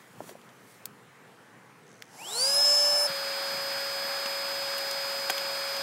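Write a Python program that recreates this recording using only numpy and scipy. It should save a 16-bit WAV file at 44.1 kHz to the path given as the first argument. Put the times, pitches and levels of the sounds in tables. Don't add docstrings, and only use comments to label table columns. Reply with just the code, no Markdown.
import sys
import numpy as np
from scipy import signal
from scipy.fft import rfft, irfft, next_fast_len
from scipy.io import wavfile
from scipy.ndimage import uniform_filter1d, map_coordinates

SR = 44100
rng = np.random.default_rng(int(sys.argv[2]) if len(sys.argv) > 2 else 0)


def store_wav(level_fs):
    pcm = np.round(np.clip(np.atleast_2d(level_fs), -1, 1) * 32767)
    wavfile.write(sys.argv[1], SR, pcm.T.astype(np.int16))


N = 256662
TIME = np.arange(N) / SR
BLADES, JUMP_S, TOP_HZ = 9, 3.069, 15750


def amp(db):
    return 10 ** (np.asarray(db) / 20)


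def unit(x):
    return x / np.sqrt(np.mean(x ** 2) + 1e-20)


def along(points, hz):
    points_hz, points_db = np.transpose(points)
    return np.interp(np.log(hz + 1), np.log(points_hz + 1), points_db)


def wobble(rate):
    coarse = np.linspace(0, TIME[-1], 4000)
    knots = rng.standard_normal(int(TIME[-1] * rate) + 4)
    return np.interp(TIME, coarse, map_coordinates(knots, [coarse * rate]))


def swell(peak_s, length_s):
    return np.exp(-(2 * (TIME - peak_s) / length_s) ** 2)


def filtered(x, response):
    size = next_fast_len(len(x) + 8192)
    return irfft(rfft(x, size) * response(np.fft.rfftfreq(size, 1 / SR)), size)[:len(x)]


def rush(colour, patchy_db):
    spectrum = signal.stft(rng.standard_normal(N), nperseg=512)[2]
    patches = uniform_filter1d(rng.standard_normal(spectrum.shape), size=6, axis=0)
    patches = uniform_filter1d(patches, size=18, axis=1)
    noise = signal.istft(spectrum * amp(patchy_db * unit(patches)), nperseg=512)[1][:N]
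    return unit(filtered(noise, lambda hz: amp(colour(hz))))


def resonance(centre_hz, width_hz):
    return rush(lambda hz: -20 * np.log10(1 + ((hz - centre_hz) / width_hz) ** 2), patchy_db=0.6)


def tone(angle, flutter_db, flutter_rate):
    return unit(np.sin(angle + rng.uniform(0, 2 * np.pi)) * amp(flutter_db * wobble(flutter_rate)))


def add(track, s, sound):
    part = track[round(s * SR):][:len(sound)]
    part += sound[:len(part)]


# (frequency [Hz], gain [dB])
AMBIENCE_EQ = [(26, -77), (45, -56), (108, -3), (210, -3.5), (334, -9.5), (437, -5), (494, -4.5),
               (558, -11), (979, -10), (1310, -10), (1940, -11.5), (2540, -18.5), (4910, -28.5),
               (9510, -29.5), (15500, -42)]

def outdoors():
    return amp(-54.5 + 0.11 * wobble(4.92)) * rush(lambda hz: along(AMBIENCE_EQ, hz), patchy_db=1.8)


# (frequency [Hz], gain [dB])
SWISH_EQ = [(1000, 1), (3500, -2.5), (7000, -2), (10000, -3), (15500, -6)]
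# (peak time [s], length [s], level [dB])
STROKES = [(.24, 0.1, -59), (.295, 0.054, -53), (0.715, 0.15, -62.5)]

def rubbing():
    rustle = amp(-63 - 5.5 * TIME)
    strokes = sum(amp(db) * swell(s, length) for s, length, db in STROKES)
    grain = amp(1.2 * wobble(90))
    return (rustle + strokes) * grain * rush(lambda hz: along(SWISH_EQ, hz), patchy_db=2)


# (time [s], level [dB], pitch [Hz])
BUMPS = [(0.205, -21.5, 620), (.216, -35.5, 290), (.239, -39, 400), (.294, -31.5, 600), (.311, -33.5, 446),
         (.321, -37, 347), (.353, -32, 560), (3.095, -37, 164), (4.256, -32.5, 243), (5.299, -27.5, 360)]

def bumps(decay_cycles=11):
    track, t = np.zeros(N), np.arange(SR // 5) / SR
    for s, db, pitch_hz in BUMPS:
        thud = filtered(rng.standard_normal(len(t)), lambda hz: hz ** 2 / (1 + (hz / pitch_hz) ** 5))
        body = 0.82 * np.sin(2 * np.pi * pitch_hz * t) + 0.36 * unit(thud)
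        attack = 1 - np.exp(-t * pitch_hz * 2.4)
        add(track, s, amp(db - 60 * t * pitch_hz / decay_cycles) * attack * body)
    return track


# (multiple of the lowest ring, level [dB])
SHELL_MODES = [(1, -2.5), (2.04, -7.5), (3.3, -11), (4.25, -6)]
# (time [s], level [dB], lowest ring [Hz], crack tilt [dB/octave], ring over crack [dB])
CLICKS = [(.2925, -32.5, 780, -11, -5), (.415, -48, 2940, -15, -3), (.491, -46, 1600, -15, -3),
          (0.8558, -21, 4500, -1.5, -7), (0.8572, -30, 1000, 1, -8), (2.0225, -32, 1700, -8, -12),
          (4.259, -26.5, 1500, -11, -2), (4.781, -27.5, 2880, 0, 1), (4.911, -29.5, 5640, -18, -3),
          (5.298, -16, 764, -5.5, 3.5), (5.302, -23, 1575, 0, 1), (5.3793, -24.5, 3110, -25, -1.5),
          (5.765, -33, 3100, -12, 0)]

def clicks(near_t60_s=0.0092, tent_t60_s=0.027):
    track, t = np.zeros(N), np.arange(SR // 10) / SR
    attack = 1 - np.exp(-t / 0.00033)
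    tail = amp(-26 - 60 * t / .06)
    for s, db, ring_hz, tilt_db, ring_db in CLICKS:
        def crack_eq(hz):
            ratio = hz / ring_hz
            return amp(tilt_db * np.log2(1 + ratio)) * ratio ** 3 / (1 + ratio ** 3)
        crack = unit(filtered(rng.standard_normal(len(t)), crack_eq))
        ring = sum(amp(ring_db + mode_db) * np.sin(2 * np.pi * k * ring_hz * t)
                   for k, mode_db in SHELL_MODES if k * ring_hz < TOP_HZ)
        decay = amp(-60 * t / (near_t60_s if s < JUMP_S else tent_t60_s))
        add(track, s, amp(db) * attack * (decay + tail) * unit(crack + ring))
    return track


def insect(start_s=1.854, end_s=2.18, fade_s=.015, rasp_hz=80):
    t = TIME - start_s
    gate = np.clip(np.minimum(t, end_s - TIME) / fade_s, 0, 1)
    rasps = amp(-40 * (t * rasp_hz % 1))
    return amp(-64.5 - 15 * np.maximum(t, 0)) * gate * unit(rasps * resonance(6100, width_hz=980))


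def shaft_angle(shaft_hz, jitter):
    return 2 * np.pi * np.cumsum(shaft_hz * (1 + jitter * wobble(60))) / SR


def driven(speed, full_db, growth_db):
    return speed * amp(full_db + growth_db * (speed - 1))


# (frequency [Hz], gain [dB])
DUCT_EQ = [(1900, -19), (2250, 3), (3100, 2.5), (3500, -3.5), (4200, -2.5), (4750, 3), (5020, -2.5),
           (5180, 1.5)]

def blade_whine(angle, shaft_hz):
    duct = amp(along(DUCT_EQ, BLADES * shaft_hz))
    return duct * tone(BLADES * angle, flutter_db=0.5, flutter_rate=250)


# (multiple of the shaft rate, level [dB])
BUZZ_PARTIALS = [(2, -18.5), (3, -11.5), (4, -15), (5, -18), (6, -24.5), (7, -18.5), (8, -31)]
OUTLET_HZ, OUTLET_WIDTH_HZ = 830, 180

def shaft_buzz(angle, shaft_hz):
    buzz = np.zeros(N)
    for k, db in BUZZ_PARTIALS:
        boost_db = 14 * np.exp(-((k * shaft_hz - OUTLET_HZ) / OUTLET_WIDTH_HZ) ** 2)
        buzz += amp(db + boost_db) * tone(k * angle, flutter_db=1.5, flutter_rate=60)
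    return buzz


# (time [s], depth [dB])
HUM_DIPS = [(2.53, 5), (2.635, 9), (2.765, 5)]

def motor_hum(angle):
    dips_db = sum(db * swell(s, length_s=0.045) for s, db in HUM_DIPS)
    return amp(-dips_db) * tone(angle, flutter_db=-0.1, flutter_rate=38)


# (frequency [Hz], gain [dB])
EXHAUST_EQ = [(120, -52), (300, -11), (600, -2.5), (790, 5.5), (1000, 0.5), (1450, 0.5), (1950, -9.5),
              (2300, -4.5), (3500, -26), (6000, -38)]

def exhaust():
    return rush(lambda hz: along(EXHAUST_EQ, hz), patchy_db=0.5)


# (centre [Hz], width [Hz], close gain [dB], distant gain [dB])
HOUSING_BANDS = [(5410, 430, 7, 4.5), (7420, 470, -5, 7.5), (10180, 260, -1, 6), (11270, 500, 9.5, 0.5),
                 (13200, 560, 7, 14)]

def housing_db(hz, close):
    return sum((near_db if close else far_db) / (1 + (2 * (hz - centre) / width) ** 2)
               for centre, width, near_db, far_db in HOUSING_BANDS)


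# (frequency [Hz], gain [dB])
INTAKE_EQ = [(1500, -48), (2900, -4.5), (3700, -11), (4600, -6.5), (5400, -4), (6700, -5.5), (8300, -7.5),
             (10000, -13), (10700, -14.5), (12300, -15.5), (14500, -20), (15700, -15.5)]
# (centre [Hz], width [Hz], level relative to the hiss [dB])
CAVITIES = [(7510, 170, -10), (9150, 320, -12), (10060, 160, -14)]

def intake():
    hiss = rush(lambda hz: along(INTAKE_EQ, hz) + housing_db(hz, close=True), patchy_db=2.0)
    return hiss + sum(amp(db + 1.6 * wobble(12)) * resonance(hz, width) for hz, width, db in CAVITIES)


# (peak time [s], length [s], centre [Hz], level [dB])
FLARES = [(2.413, 0.27, 7540, -39.5), (2.44, 0.17, 9280, -34), (2.43, 0.092, 10060, -38.5),
          (2.555, 0.046, 10200, -34.5), (2.56, 0.068, 11300, -46), (2.7, .13, 7300, -34.5),
          (2.88, 0.42, 7280, -39.5), (3.04, 0.18, 9250, -41), (3.02, 0.18, 10330, -43),
          (3.0, .13, 13300, -48)]

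def vent_flares():
    return sum(amp(db) * swell(s, length) * resonance(hz, width_hz=250) for s, length, hz, db in FLARES)


def pump_near(start_s=2.008, run_up_s=.425, full_hz=580.6, knee=7, turn_away_s=2.7):
    run_up = np.maximum(TIME - start_s, 0) / run_up_s
    speed = run_up / (1 + run_up ** knee) ** (1 / knee)
    shaft_hz = full_hz * speed
    angle = shaft_angle(shaft_hz, jitter=0.00055)
    away_s = np.maximum(TIME - turn_away_s, 0)
    mix = driven(speed, -23.5, growth_db=44.5) * amp(-15.5 * away_s) * blade_whine(angle, shaft_hz)
    mix += driven(speed, -35, growth_db=36) * shaft_buzz(angle, shaft_hz)
    mix += driven(speed, -32.5, growth_db=49) * motor_hum(angle)
    mix += driven(speed, -41, growth_db=22) * amp(5 * away_s) * exhaust()
    mix += driven(speed, -45.5, growth_db=0) * resonance(OUTLET_HZ, OUTLET_WIDTH_HZ)
    mix += driven(speed, -33, growth_db=20.5) * amp(-15 * away_s) * intake()
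    mix += vent_flares()
    flow = 1 - np.exp(-(speed / 0.21) ** 2)
    return flow * mix


# (multiple of the shaft rate, level [dB])
FAR_PARTIALS = [(2, -20.5), (3, -16.5), (4, -24), (6, -16), (8, -7), (9, -0.5), (11, -27.5), (12, -23),
                (13, -33), (14, -37), (15, -17), (17, -30), (22, -40)]
# (frequency [Hz], gain [dB])
FAR_AIR_EQ = [(100, -33), (250, -14), (480, -7.5), (790, -0.5), (1050, -2), (1600, 1), (2000, -5),
              (2350, -1.5), (2800, -8), (3400, -7), (4200, -6), (6000, -15), (8800, -19), (15700, -21.5)]

def pump_far():
    blade_hz = 4975.5 + 18 * swell(4.38, length_s=.85)
    angle = shaft_angle(blade_hz / BLADES, jitter=0.00041)
    hum = tone(angle, flutter_db=0, flutter_rate=22)
    whine = sum(amp(db) * tone(k * angle, flutter_db=0.33, flutter_rate=45) for k, db in FAR_PARTIALS)
    air = rush(lambda hz: along(FAR_AIR_EQ, hz) + housing_db(hz, close=False), patchy_db=0.6)
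    return amp(-40.4) * hum + amp(-36.5) * (whine + air)


def scene():
    later = np.clip((TIME - JUMP_S) / .004 + .5, 0, 1)
    pump = (1 - later) * pump_near() + later * pump_far()
    mono = pump + clicks() + bumps() + rubbing() + insect() + outdoors()
    return np.array([mono, mono])


def record(dry):
    thin = signal.sosfilt(signal.butter(4, 105, "highpass", fs=SR, output="sos"), dry)
    return np.array([filtered(channel, lambda hz: hz < TOP_HZ) for channel in thin])


dry = scene()
out = record(dry)
store_wav(out)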